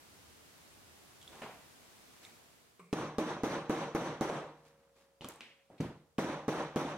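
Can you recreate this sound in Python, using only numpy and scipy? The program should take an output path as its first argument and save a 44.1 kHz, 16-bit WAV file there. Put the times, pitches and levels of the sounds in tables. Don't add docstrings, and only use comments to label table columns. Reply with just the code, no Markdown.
import sys
import numpy as np
from scipy import signal
from scipy.fft import rfft, irfft
from scipy.io import wavfile
from scipy.ndimage import uniform_filter1d

SR = 44100
rng = np.random.default_rng(int(sys.argv[2]) if len(sys.argv) > 2 else 0)


def unload_audio(sound):
    columns = np.transpose(np.atleast_2d(sound))
    steps = np.round(np.clip(columns, -1, 1) * 32767)
    wavfile.write(sys.argv[1], SR, steps.astype(np.int16))


def level_to_linear(level):
    exponent = np.asarray(level, float) / 20
    return 10 ** exponent


N = 307377
TAIL = 2 * SR // 3

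# start in seconds, room answer in dB, hardness as a pitch factor of the block.
BLOWS = [
    (2.9286, -4.5, .91),
    (3.1835, 0, 1),
    (3.4347, 0, 1),
    (3.6962, 0, 1),
    (3.9491, 0, 1),
    (4.2102, 0, 1),
    (6.1844, 0, 1),
    (6.4812, 0, 1),
    (6.7601, 0, 1),
]
# start in seconds, strength in dB, room answer in dB, hardness as a pitch factor.
CUSHIONED_BLOW = (5.8003, -2, -8.5, 1)
# frequency in Hz, side minus mid in dB.
HISS_WIDTH = [(60, -8), (110, -4.5), (200, -1), (380, -0.5), (700, -2.5), (1290, 0), (2380, 0.5),
              (4400, -0.5), (8120, 0), (15000, 1)]
# frequency in Hz, side minus mid in dB.
ROOM_WIDTH = [(60, -17), (110, -32), (200, -21.5), (380, -21), (700, -15.5), (1290, -8), (2380, -6.5),
              (4400, 4), (8120, 1), (15000, 5)]


def unit(x):
    return x / np.sqrt(np.mean(x ** 2) + 1e-20)


def along(points, hz):
    f, v = np.transpose(points)
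    return np.interp(np.log(hz + 1), np.log(f + 1), v)


def bump(hz, centre_hz, width_hz):
    detuning = (hz * hz - centre_hz ** 2) / (width_hz * (hz + 1))
    return 1 / np.sqrt(1 + detuning ** 2)


def noise(size, gain, side):
    hz = np.fft.rfftfreq(size, 1 / SR)
    turn = np.arctan(level_to_linear(along(side, hz)))
    spectra = rfft(rng.standard_normal((2, size))) * gain(hz)
    mid, diff = irfft(spectra * [np.cos(turn), np.sin(turn)], size)
    left = np.roll(mid + diff, 2)
    return unit(np.array([left, mid - diff]))


def dying(x, build_s, patchy_db=1.26):
    # frequency in Hz, time to fall 60 dB in seconds.
    room_t60 = [(60, 0.56), (200, 0.4), (1000, 0.57), (4000, 0.54), (8000, 0.43), (15000, 0.25)]
    hz, t, z = signal.stft(x, SR, nperseg=256)
    patch = rng.standard_normal(z.shape[1:])
    patch = uniform_filter1d(patch, size=4, axis=0)
    patch = unit(uniform_filter1d(patch, size=6, axis=1))
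    fall_db = 60 * t / along(room_t60, hz)[:, None]
    tail = signal.istft(z * level_to_linear(patchy_db * patch - fall_db), SR, nperseg=256)[1][:, :TAIL]
    return tail * (1 - np.exp(-np.arange(TAIL) / SR / build_s))


def add(out, s, x):
    out[:, round(s * SR):][:, :x.shape[-1]] += x


def apart(x, count=3):
    return np.array([np.roll(x, count), x])


def hiss():
    # frequency in Hz, level in dB per Hz.
    first_colour = [(15, -44.5), (25, -13), (43, -25), (64, -8), (82, -11), (117, -7), (217, -7.5),
                    (242, -6), (373, -7.5), (531, -10.5), (695, -10.5), (9570, -18.5), (16000, -22.5)]
    # frequency in Hz, level in dB per Hz.
    second_colour = [(15, -56), (25, -36), (166, -10), (405, -21), (451, -6.5), (545, -19), (607, -14),
                     (1230, -18), (1700, -24), (8360, -25.5), (16000, -30)]
    fade_from_s, fade_to_s = 2.3, 3.02
    t = np.arange(N) / SR
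    fade = np.clip((fade_to_s - t) / (fade_to_s - fade_from_s), 0, 1)
    first = level_to_linear(-59) * fade * noise(N, lambda hz: level_to_linear(along(first_colour, hz)), HISS_WIDTH)
    second = level_to_linear(-75.0) * noise(N, lambda hz: level_to_linear(along(second_colour, hz)), HISS_WIDTH)
    return first + second


def rumble():
    # nearest moment in seconds, level in dB, passing time in seconds.
    vehicles = [
        (.3, -67, 0.23),
        (.8, -69, 0.18),
        (1.3, -70, 0.19),
    ]
    shudder_db, shudder_t60 = -55, 0.68
    t = np.arange(N) / SR
    low = sum(level_to_linear(db) * np.exp(-((t - s) / pass_s) ** 2) for s, db, pass_s in vehicles)
    for s, *_ in BLOWS + [CUSHIONED_BLOW]:
        low += (t > s) * level_to_linear(shudder_db - 60 * np.abs(t - s) / shudder_t60)
    return level_to_linear(-2.5) * low * noise(N, lambda hz: bump(hz, 80, 21) ** 2, HISS_WIDTH)


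def ticks(table, width, t60, thud_db, fizz_db):
    out, t = np.zeros((2, N + TAIL)), np.arange(TAIL) / SR
    echo_s = .003
    rise = 1 - np.exp(-t / .0003)
    for s, db, ring_hz, room_db in table:
        def colour(hz):
            ring = bump(hz, ring_hz, width * ring_hz) ** 2
            thud = bump(hz, 180, 500) ** 3 * hz ** 2 / (hz ** 2 + 130 ** 2)
            fizz = bump(hz, 7900, 3600) ** 2
            return ring + level_to_linear(thud_db + 24) * thud + level_to_linear(fizz_db + 4.0) * fizz

        touch = noise(TAIL, colour, ROOM_WIDTH)
        ringing = touch[0] + 0.7 * np.sin(2 * np.pi * ring_hz * t)
        direct = rise * level_to_linear(-60 * t / t60) * ringing
        direct *= level_to_linear(4) / np.abs(direct).max()
        size = np.sqrt(1 + level_to_linear(2 * thud_db))
        add(out, s, level_to_linear(db) * size * apart(direct, count=1))
        answer = dying(touch[:, ::-1], build_s=0.0013)
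        add(out, s + echo_s, level_to_linear(db + room_db - 14) * size * answer)
    return out[:, :N]


def handling():
    # start in seconds, peak in dB, ring in Hz, room in dB.
    lighter = [(1.2146, -48, 3370, -4), (1.2274, -49, 3280, -5), (1.2775, -44, 3470, -2.5),
               (2.2498, -47.5, 3640, -10), (2.2505, -50.5, 2250, -2), (2.2644, -52, 2200, -10)]
    # seconds, dB, Hz, dB.
    snaps = [(1.3558, -56, 6340, -11), (1.4067, -52, 6500, -14), (2.9356, -33.5, 6200, -29),
             (5.2451, -39.5, 3150, -14), (5.2525, -56, 6000, -10), (5.2865, -35, 12000, -17),
             (5.2881, -44, 7560, -6), (5.3378, -51, 8400, -7), (5.3594, -53, 9000, -10),
             (5.4071, -59, 4830, -21), (5.8072, -42, 6200, -25), (5.8124, -49, 4530, -22)]
    # seconds, dB, Hz, dB.
    slaps = [(1.4185, -40.5, 2310, 6.5), (5.2094, -38.5, 2940, 1)]
    # seconds, dB, Hz, dB.
    knocks = [(1.42, -40.5, 610, 3), (1.4345, -40.5, 810, 6), (1.446, -43, 607, -16), (1.502, -53, 860, 2),
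              (4.298, -24.5, 574, 5), (5.285, -50.5, 980, 8.5)]
    # seconds, dB, Hz, dB.
    grazes = [(2.9283, -33, 2520, -20), (5.7795, -62.5, 2600, 10), (5.804, -41, 1950, -14),
              (6.1818, -38, 2550, -20), (6.9, -47, 2440, -22)]
    # seconds, dB, Hz, dB.
    flops = [(5.221, -45.5, 870, 2), (5.245, -38.5, 1130, 2), (5.701, -50.5, 624, 7.5)]
    # seconds, dB, Hz, dB.
    clack = [
        (5.4072, -38.5, 2500, 0.99),
    ]
    return (ticks(lighter, width=.2, t60=.016, thud_db=-40, fizz_db=-17)
            + ticks(snaps, width=.7, t60=.009, thud_db=-40, fizz_db=-10)
            + ticks(slaps, width=.8, t60=.011, thud_db=-14, fizz_db=-36)
            + ticks(knocks, width=1.0, t60=0.022, thud_db=-32, fizz_db=-34.5)
            + ticks(grazes, width=1.0, t60=0.038, thud_db=-37, fizz_db=-30)
            + ticks(flops, width=0.49, t60=0.026, thud_db=-14.0, fizz_db=-32)
            + ticks(clack, width=.78, t60=.012, thud_db=-25, fizz_db=-38))


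def rubbing():
    # arrival in seconds, body in dB, fizz in dB, approach in seconds, hold in seconds.
    strokes = [(1.352, -50.5, -64, .2, 0.034), (1.427, -50.5, -72, .04, 0.022),
               (2.233, -62, -61, .05, 0.024), (4.578, -65, -79, .05, .03), (4.656, -62, -71, .1, 0.032),
               (4.79, -67, -84, 0.43, 0.046), (4.967, -66, -72, .05, 0.062),
               (5.255, -52.5, -64, .02, 0.016), (5.295, -60, -59, .01, 0.013),
               (5.72, -62.5, -90, 0.044, .03)]
    swell_from_db, body_fall, fizz_fall = 27.5, 77, 204
    grain = level_to_linear(1.6 * unit(uniform_filter1d(rng.standard_normal(N), size=200)))
    body = unit(grain * noise(N, lambda hz: bump(hz, 320, 1560) ** 2, ROOM_WIDTH))
    fizz = unit(grain * noise(N, lambda hz: bump(hz, 2900, 8100) ** 2, ROOM_WIDTH))
    s, body_db, fizz_db, approach_s, hold_s = np.transpose(strokes)[:, :, None]
    since = np.arange(N) / SR - s
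    swell_db = swell_from_db * np.minimum(since, 0) / approach_s
    released_s = np.maximum(since - hold_s, 0)
    body_level = level_to_linear((body_db - 5 + swell_db - body_fall * released_s).max(axis=0))
    fizz_level = level_to_linear((fizz_db + swell_db - fizz_fall * released_s).max(axis=0))
    return body_level * body + fizz_level * fizz


def nudge():
    # frequency in Hz, level in dB, time to fall 60 dB in seconds.
    rings = [(170, -0.5, 0.64), (440, -9.5, 0.89), (1110, -7.5, 0.41), (2270, -13.5, 1), (3660, -25, 0.091),
             (7235, -32, .5), (8350, -20, 0.83)]
    start_s, level_db = 2.794, -55.5
    out, t = np.zeros((2, N + TAIL)), np.arange(TAIL) / SR
    for hz, db, t60 in rings:
        high = hz > 300
        ring = noise(TAIL, lambda f: bump(f, hz, 0.23 * hz * high + 22) ** 2, ROOM_WIDTH)
        knock = (1 - np.exp(-t / 0.00069)) * (1 + 2.9 * high * np.exp(-t / 0.008))
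        add(out, start_s, level_to_linear(level_db + db - 60 * t / t60) * knock * ring)
    return out[:, :N]


def rung(modes, hard):
    t = np.arange(TAIL) / SR
    ring = np.zeros(TAIL)
    for hz, size, t60 in modes:
        fall = level_to_linear(rng.normal(0, 1.0) - 60 * t / t60)
        ring += size * fall * np.sin(2 * np.pi * hz * hard * t)
    return ring * (1 - np.exp(-t / .003))


def mallet():
    # frequency in Hz, signed amplitude, time to fall 60 dB in seconds.
    block = [(178, .027, .13), (241, .24, .042), (301, .12, .075), (327, .055, .16), (427, .37, .026),
             (514.7, -.7, .024), (519.7, .4, .04), (619, .018, .15), (782, .067, .036), (1103, .01, .145)]
    # frequency in Hz, level in dB per Hz.
    room_colour = [(35, -60), (60, -17), (96, -15.5), (130, -3.5), (268, -1.5), (338, 1), (458, -7.5),
                   (553, -0.5), (666, -7), (1040, -5.5), (4970, -29), (5860, -27), (16000, -35.5)]
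    # frequency
    # in Hz, width in Hz, dB above the room.
    resonances = [(3760, 810, 0), (6010, 32, 13), (5760, 33, 8), (6110, 29, -11), (9400, 230, -4), (784, 15, 4),
                  (1005, 10, -9), (1178, 8.4, -30), (161, 21, 1), (239, 25, -7.5), (312, 8.3, 7), (467, 7.3, 13),
                  (525, 13, -8), (623, 8, -3.5)]
    lead_s = 0.00043
    out, t = np.zeros((2, N + TAIL)), np.arange(TAIL) / SR

    def jolted(hz):
        rattle = sum(level_to_linear(db) * bump(hz, centre, width) for centre, width, db in resonances)
        return level_to_linear(along(room_colour, hz)) * (1 + rattle)

    walls = noise(TAIL, jolted, ROOM_WIDTH)
    crack_level = level_to_linear(-29.5 - 60 * t / 0.0053) * (1 - np.exp(-t / 0.00038))
    for s, room_db, hard in BLOWS:
        crack = crack_level * noise(TAIL, lambda hz: bump(hz, 3700, 13500) ** 2, ROOM_WIDTH[:7])
        fresh = noise(TAIL, jolted, ROOM_WIDTH)
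        answer = level_to_linear(room_db - 22.0) * dying(0.56 * walls + fresh, build_s=0.0085)
        add(out, s - lead_s, crack)
        add(out, s, apart(rung(block, hard)) + answer)
    return out[:, :N]


def bench():
    # frequency in Hz, level in dB, time to fall 60 dB in seconds.
    objects = [(471, -61.5, 3.2), (550, -67, 12), (151.5, -47, 1.16), (64.6, -78, 8.4)]
    t = np.arange(N) / SR
    kicks = [(s, 0) for s, *_ in BLOWS]
    kicks += [(0, -150), (CUSHIONED_BLOW[0], -14)]
    starts, kick_db = np.transpose(sorted(kicks))
    last = np.searchsorted(starts, t, "right") - 1
    since = t - starts[last]
    return sum(level_to_linear(db + kick_db[last] - 60 * since / t60) * np.sin(2 * np.pi * hz * since)
               for hz, db, t60 in objects)


def cushioned():
    # frequency in Hz, signed amplitude, time to fall 60 dB in seconds.
    padded_block = [(121, -.068, .028), (158, .075, .094), (235, .105, .046), (270, -.113, .042),
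                    (363, .016, .15), (447, .02, .12), (597, -.007, .15), (150, .007, .55), (248, .007, .3),
                    (1700, .002, .12)]
    # frequency in Hz, level in dB per Hz.
    muffled = [(35, -46), (60, -13), (91, -15), (168, -4.5), (294, -10), (330, -9.5), (469, -15),
               (566, -18.5), (1550, -29.5), (4120, -39), (16000, -51)]
    out, t = np.zeros((2, N + TAIL)), np.arange(TAIL) / SR
    s, db, room_db, hard = CUSHIONED_BLOW
    walls = noise(TAIL, lambda hz: level_to_linear(along(muffled, hz)), ROOM_WIDTH)
    answer = level_to_linear(room_db - 22) * dying(walls, build_s=0.005)
    add(out, s, level_to_linear(db) * (apart(rung(padded_block, hard)) + answer * level_to_linear(-60 * t / 3.1)))
    return out[:, :N]


def scene():
    quiet = hiss() + rumble() + handling() + rubbing()
    blows = nudge() + mallet() + bench() + cushioned()
    return (quiet + blows) * level_to_linear([[-.2], [.2]])


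def top_cut(x):
    return signal.sosfilt(signal.butter(12, 16490, fs=SR, output="sos"), x)


def record(dry):
    climb_db = 170 * np.arange(N) / SR
    level_db = 20 * np.log10(np.abs(dry).max(0) + 1e-9)
    over_db = np.maximum(level_db + 27, 0)
    duck_db = np.maximum.accumulate(over_db + climb_db) - climb_db
    lag = np.exp(-1 / (SR * .009))
    x = dry * level_to_linear(-signal.lfilter([1 - lag], [1, -lag], duck_db))
    x = x / (1 + np.abs(x / .0635) ** 8) ** (1 / 8)
    hz = np.fft.rfftfreq(N, 1 / SR)
    droop = level_to_linear(-2.5 * (hz / 13000) ** 2)
    x = irfft(rfft(x) * (hz < 16000) * droop, N)
    return top_cut(x)


dry = scene()
out = record(dry)
unload_audio(out)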